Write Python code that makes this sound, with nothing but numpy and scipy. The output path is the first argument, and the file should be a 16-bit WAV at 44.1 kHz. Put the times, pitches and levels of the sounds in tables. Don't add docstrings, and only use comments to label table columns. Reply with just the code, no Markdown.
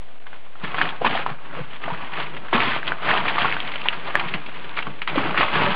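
import sys
import numpy as np
from scipy import signal
from scipy.fft import rfft, irfft, next_fast_len
from scipy.io import wavfile
from scipy.ndimage import map_coordinates

SR = 44100
rng = np.random.default_rng(int(sys.argv[2]) if len(sys.argv) > 2 else 0)


def to_wav(sig):
    pcm = np.clip(np.atleast_2d(sig), -1, 1) * 32767
    pcm = np.round(pcm).astype(np.int16)
    wavfile.write(sys.argv[1], SR, pcm.T)


def how_loud(loudness_db):
    steps = np.asarray(loudness_db, float) / 20
    return 10 ** steps


N = 253575


def unit(x):
    return x / np.sqrt(np.mean(x ** 2) + 1e-20)


def along(points, hz):
    f, value = np.transpose(points)
    return np.interp(np.log(hz + 1), np.log(f + 1), value)


def filtered(x, response):
    m = 2 * next_fast_len(N // 2 + SR // 4)
    return irfft(rfft(x, m) * response(np.fft.rfftfreq(m, 1 / SR)), m)[:N]


def wobble(rate):
    points = rng.standard_normal(int(N * rate / SR) + 4)
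    return map_coordinates(points, [np.arange(N) * rate / SR])


# (frequency [Hz], level [dB per Hz])
HISS_COLOUR = [(40, 3), (80, -10), (300, -16), (450, -12.5), (700, -10), (1000, -23), (3000, -21.5),
               (5000, -19)]


def hiss():
    noise = filtered(rng.standard_normal(N), lambda hz: how_loud(along(HISS_COLOUR, hz)))
    return how_loud(-45 + 0.92 * wobble(17)) * unit(noise)


# (frequency [Hz], time to fall 60 dB [s])
WALL_DECAY = [(200, 0.26), (1000, 0.11), (4000, 0.068)]


def tunnel(x):
    out = np.zeros(N + 2 * SR)
    step, delay = SR // 3, SR // 300
    for start in range(0, N, step):
        hz, t, z = signal.stft(rng.standard_normal(step), SR, nperseg=256)
        decay = how_loud(-60 * t / along(WALL_DECAY, hz)[:, None])
        tail = signal.istft(z * decay, SR, nperseg=256)[1]
        answer = signal.fftconvolve(x[start:start + step], tail / np.linalg.norm(tail))
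        out[start + delay:][:len(answer)] += answer
    return out[:N]


# (time [s], level [dB], pitch [Hz])
SLAB_THUDS = [(.635, -26.5, 188), (1.011, -27, 489), (1.018, -29, 330), (1.312, -28.5, 146),
              (1.589, -27.5, 496), (1.607, -25, 142), (1.92, -26, 160), (2.182, -34, 494),
              (2.528, -21, 330), (2.547, -16.5, 246), (2.676, -29, 263), (3.131, -33.5, 400),
              (3.421, -27.5, 225), (4.147, -27.5, 570), (4.257, -27, 152.5), (4.343, -24.5, 182),
              (4.87, -27.5, 155), (5.157, -19, 527), (5.174, -14, 287), (5.253, -23.5, 310),
              (5.393, -24, 310), (5.606, -26, 462), (5.617, -24.5, 240), (5.641, -18.5, 146),
              (5.666, -22.5, 578)]


def thuds():
    out, t = np.zeros(N + SR), np.arange(SR // 4) / SR
    swell = how_loud(-60 * t / 0.054) * (1 - np.exp(-t / 0.002))
    swell /= swell.max()
    for s, db, hz in SLAB_THUDS:
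        note = np.sin(2 * np.pi * (hz * t + rng.random()))
        out[round(s * SR):][:len(t)] += how_loud(db) * swell * note
    return out[:N]


# (frequency [Hz], level [dB per Hz])
GRIT_COLOUR = [(300, -21.5), (600, -20.5), (1000, 6.5), (1500, -0.5), (2500, 3), (3500, -5), (5000, -2)]


def grit_colour(hz):
    return along(GRIT_COLOUR, hz)


# (pitch [Hz], width [Hz], relative level [dB])
RUBBLE_BED = [(150.6, 44, -0.5), (282, 90, -1.5), (410, 286, -6)]


def bed(hz):
    total = 0
    for k, (centre, width, db) in enumerate(RUBBLE_BED):
        damping = 1j * hz * width
        total = total + (-1) ** k * how_loud(db) * damping / (centre ** 2 - hz ** 2 + damping)
    return total


def grains(centre_hz, spread, cycles, uneven_db, count):
    at, tune, size = rng.random(count), rng.standard_normal(count), rng.exponential(size=count)
    hz = np.clip(centre_hz * np.exp(spread * tune), 200, 6000)[:, None]
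    t = np.arange(256) / SR
    rings = np.exp(-t * hz / cycles) * np.sin(2 * np.pi * hz * t)
    rings *= how_loud(uneven_db * size)[:, None] * np.sqrt(hz)
    index = (at * N).astype(int)[:, None] + np.arange(len(t))
    return unit(np.bincount(index.ravel(), rings.ravel(), N + len(t))[:N])


# (peak time [s], grit level [dB], swell [s], fade [s], thud level against the grit [dB])
BOOT_CRUNCHES = [(.269, -47, .012, 0.24, -11), (.341, -39.5, 0.04, 0.047, -10),
                 (.641, -30, 0.031, 0.35, -11), (.83, -23, 0.22, 0.22, -11.5), (1.02, -31, .03, 0.11, -1.5),
                 (1.056, -19, 0.039, 0.096, -8.5), (1.148, -23, 0.16, 0.24, -14),
                 (1.297, -32.5, .2, 0.091, -6), (1.464, -37, .15, 0.076, -16),
                 (1.59, -30.5, 0.19, 0.17, -8), (1.732, -38, 0.18, 0.17, -13.5),
                 (1.84, -32, .05, .4, -17.5), (1.917, -33, 0.18, .4, -6), (2.05, -34.5, 0.37, 0.27, -22),
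                 (2.189, -25.5, 0.16, 0.26, -8.5), (2.373, -38.5, .15, 0.087, 1),
                 (2.468, -37, 0.19, 0.11, -5), (2.532, -18.5, 0.0061, 0.22, -10),
                 (2.546, -19.5, 0.017, 0.045, -8), (2.638, -20, .15, 0.32, -15),
                 (2.776, -24, 0.22, 0.052, -15), (2.875, -23.5, 0.06, 0.16, -10.5),
                 (3.101, -18, 0.17, 0.36, -16.5), (3.287, -24, .25, .3, -13.5),
                 (3.455, -19, 0.25, 0.22, -15.5), (3.66, -31, 0.49, .5, -13), (3.842, -31, .4, 0.69, -9),
                 (4.071, -27.5, 0.11, 0.22, -13), (4.158, -25, .02, 0.36, -10),
                 (4.352, -32, 0.14, 0.25, -8.5), (4.558, -38, 0.26, 0.41, -15),
                 (4.699, -35.5, 0.59, 0.15, -5.5), (4.783, -28.5, 0.064, 0.072, -19),
                 (4.879, -34.5, 0.16, .2, -5), (5.025, -38.5, .1, .3, -12),
                 (5.083, -26.5, 0.0052, 0.17, -21.5), (5.158, -25, 0.023, 0.091, -4.5),
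                 (5.19, -20.5, 0.12, 0.32, -5.5), (5.393, -16.5, 0.08, 0.18, -11.5),
                 (5.6, -17, 0.25, 0.47, -9.5)]


def pressure():
    t = np.arange(N) / SR
    grit_power, thud_power = how_loud(2 * -50.5), how_loud(2 * -64.5)
    for s, db, swell, fade, thud in BOOT_CRUNCHES:
        fall_db = 20 * np.abs(t - s) / np.where(t < s, swell, fade)
        grit_power = grit_power + how_loud(2 * (db - fall_db / 0.84))
        thud_power = thud_power + how_loud(2 * (db + thud - fall_db / 0.83))
    return 10 * np.log10(grit_power), 10 * np.log10(thud_power)


# (time [s], level [dB])
FINE_GRIT = [(0, -9.5), (.6, -9), (1.0, -10.5), (1.16, -8.5), (1.3, -13), (1.6, -13.5), (1.75, -5),
             (1.92, -12.5), (2.1, -8), (2.4, -7.5), (2.7, -6.5), (2.95, -12.5), (3.3, -8.5), (3.9, -5.5),
             (4.15, -10.5), (4.45, -6), (4.801, -5), (5.03, -4.5), (5.15, -10), (5.45, -7), (5.75, -11.5)]


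def tread():
    grit_db, thud_db = pressure()
    fine_db = np.interp(np.arange(N) / SR, *np.transpose(FINE_GRIT))
    fine_db = np.clip(fine_db - 0.3 * (thud_db - grit_db), -14, 1.5)
    clumps = 1.14 * wobble(35) + 1.3 * wobble(110)
    coarse = grains(1098, 0.32, cycles=2.9, uneven_db=2.5, count=9000) * how_loud(1.52 * wobble(40))
    fine = grains(2573, 0.41, cycles=1.77, uneven_db=2.5, count=12000) * how_loud(1.8 * wobble(40))
    rub = unit(filtered(rng.standard_normal(N), lambda hz: how_loud(grit_colour(hz))))
    grit = how_loud(-8.5 - 0.43 * fine_db) * coarse
    grit += how_loud(fine_db - 2.0) * fine
    grit += how_loud(-3.5) * rub
    shaking = rng.standard_normal(N) * how_loud(2.5 * wobble(25) + 0.47 * clumps)
    thud = unit(filtered(shaking, bed))
    return how_loud(grit_db + clumps) * grit + how_loud(thud_db) * thud


def clatter(hz, t60, rise):
    t = np.arange(SR // 8) / SR
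    f = np.fft.rfftfreq(len(t), 1 / SR)
    colour = how_loud(0.54 * grit_colour(f)) / np.sqrt(1 + (np.log((f + 1) / hz) / 0.54) ** 2)
    chips = unit(irfft(rfft(rng.standard_normal(len(t))) * colour, len(t)))
    return how_loud(-8) * chips * how_loud(-60 * t / t60) * (1 - np.exp(-t / rise))


# (time [s], strength [dB], pitch [Hz], time to fall 60 dB [s], rise [s])
STONE_SLIDES = [(0.8177, -15, 1430, 0.042, 0.0054), (0.853, -14, 1420, .055, .0062),
                (1.0626, 1, 960, 0.036, .0027), (1.1083, -9, 2660, .039, 0.0015),
                (1.59, -16.5, 960, 0.03, 0.0035), (2.1335, -13, 2040, 0.034, 0.0017),
                (2.183, -20, 935, .03, .0024), (2.363, -15, 1680, 0.066, .0046),
                (2.5497, -4.5, 1015, 0.065, 0.0024), (2.887, -7, 1540, .025, 0.0027),
                (3.9261, -9, 950, .065, 0.0027), (4.1956, -2.5, 2940, 0.028, 0.0019),
                (4.2807, -10, 2780, .052, 0.0033), (4.3453, -8, 1000, .034, 0.0044),
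                (4.7682, -8, 1230, 0.047, 0.0037), (4.824, -10, 2360, 0.032, 0.0023),
                (5.024, -20, 2480, 0.036, 0.007)]


def slides():
    out = np.zeros(N + SR)
    for s, db, hz, t60, rise in STONE_SLIDES:
        chips = clatter(hz, t60, rise)
        out[round(s * SR):][:len(chips)] += how_loud(db) * chips
    return out[:N]


def ring(hz):
    t = np.arange(SR // 8) / SR
    partner = hz * rng.uniform(0.62, 1.0)
    pair = np.sin(2 * np.pi * hz * t) * np.exp(-t * hz / 2.07)
    pair += 0.39 * np.sin(2 * np.pi * partner * t) * np.exp(-t * partner / 1.2)
    pair *= 1 - np.exp(-t * hz / 0.3)
    return pair / np.abs(pair).max()


# (time [s], strength [dB], pitch [Hz], clatter's time to fall 60 dB [s], ring against strength [dB])
STONE_KNOCKS = [(.2667, -25, 1520, 0.048, -7), (0.3302, -24.5, 1420, .033, -5.5),
                (.555, -32, 1290, 0.036, 0), (0.644, -17.5, 1020, 0.04, -18),
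                (0.7438, -10.5, 1140, 0.04, -5), (0.783, -10, 1450, 0.059, -2.5),
                (0.8142, -6, 1680, 0.049, 2), (1.0171, -14.5, 706, 0.015, 0.5),
                (1.0459, -6, 900, 0.054, -4.5), (1.1743, -11, 1870, .026, -4), (1.2629, -8, 970, 0.029, -3),
                (1.299, -16.5, 790, 0.037, -3.5), (1.902, -20, 860, .014, -0.5),
                (2.4841, -23, 1630, .029, -1.5), (2.529, -9.5, 970, 0.032, 1),
                (2.5379, -12.5, 1670, .026, -2.5), (2.6038, -8, 2470, 0.019, 0.5),
                (2.6175, -0.5, 1670, .019, -15), (2.6342, -18, 1010, .017, 3.5),
                (2.6823, -10, 2650, 0.032, -5), (2.7631, -20, 860, 0.016, 4.5),
                (2.83, -21, 1640, .019, 4.5), (2.869, -8, 3210, .017, -8.5), (2.878, -2.5, 3300, 0.022, -8),
                (2.92, -13, 1480, .015, 4.5), (3.1136, -4, 1800, 0.02, -1.5), (3.151, -7, 1140, 0.026, -7),
                (3.1999, -15, 980, .023, -18), (3.255, -11.5, 1176, 0.02, -4.5),
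                (3.282, -8, 2310, 0.057, -4), (3.296, -4.5, 2220, 0.015, -19),
                (3.369, -16.5, 1185, 0.017, -1.5), (3.3817, -7, 1130, 0.045, -4),
                (3.4194, -4.5, 3130, .017, -8), (3.4459, -4, 1020, 0.021, -5),
                (3.5148, -17, 2180, 0.013, 2), (3.525, -8.5, 2230, .018, -0.5), (3.5666, -12, 1530, .02, 0),
                (3.603, -15.5, 3150, .042, 2.5), (3.717, -11, 2210, 0.035, -14),
                (3.7378, -17.5, 2220, 0.035, -2.5), (3.758, -12, 2960, 0.021, -5.5),
                (3.817, -17.5, 2660, .017, 0), (3.8565, -10.5, 930, 0.053, -9.5),
                (3.8857, -3.5, 2885, .02, 3), (4.1541, -1.5, 1720, 0.011, 0.5),
                (4.239, -17.5, 1010, 0.018, -5.5), (4.3389, -7.5, 2680, 0.044, -6),
                (4.4616, -16, 3130, 0.034, -14.5), (4.7872, -17, 1260, 0.039, -5),
                (4.8687, -15.5, 1110, 0.018, -1.5), (5.0182, -11.5, 2260, 0.047, -3),
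                (5.075, -5.5, 2060, 0.036, -8.5), (5.181, -9.5, 1150, 0.023, -0.5),
                (5.3067, -10, 2100, .027, -15), (5.3445, -14.5, 1180, 0.03, -2),
                (5.375, -2, 1574, 0.047, -6.5), (5.408, -2.5, 1030, 0.041, -6.5),
                (5.429, -5.5, 1120, 0.032, -6.5), (5.482, -15.5, 1080, 0.023, 0),
                (5.646, -22, 880, .014, 3.5)]


def knocks():
    out = np.zeros(N + SR)
    for s, db, hz, t60, ring_db in STONE_KNOCKS:
        knock = how_loud(ring_db) * ring(hz) + clatter(hz, t60, rise=0.0013)
        out[round(s * SR):][:len(knock)] += how_loud(db) * knock
    return out[:N]


def scene():
    rubble = thuds() + tread() + slides() + knocks()
    return (hiss() + how_loud(-13.5) * tunnel(rubble) + rubble)[None]


def causal(gain):
    cepstrum = irfft(np.log(gain))
    half = len(cepstrum) // 2
    cepstrum[1:half] *= 2
    cepstrum[half + 1:] = 0
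    return np.exp(rfft(cepstrum))


# (frequency [Hz], gain [dB])
MICROPHONE_GAIN = [(30, -19), (60, -7.5), (120, 0.5), (3300, 1.5), (3900, -6.5), (4700, -15), (5020, -23.5),
                   (5250, -41.5), (7000, -80.5)]


def microphone(x):
    return filtered(x, lambda hz: causal(how_loud(along(MICROPHONE_GAIN, hz))))


# (middle [s], length [s])
BRIEF_SILENCES = [(0.193, 0.0095), (0.251, 0.0047)]


def silences(x):
    t = np.arange(N) / SR
    for s, length in BRIEF_SILENCES:
        outside = np.abs(t - s) - length / 2
        x = x * np.clip(outside / 0.00069, .05, 1)
    return x


def low_pass(x):
    return signal.sosfilt(signal.butter(12, 12300, fs=SR, output="sos"), x)


def record(dry):
    heard = silences(microphone(dry[0]))
    mix = np.clip(heard - 0.0662, -.96, .96)
    return low_pass(mix[None])


dry = scene()
out = record(dry)
to_wav(out)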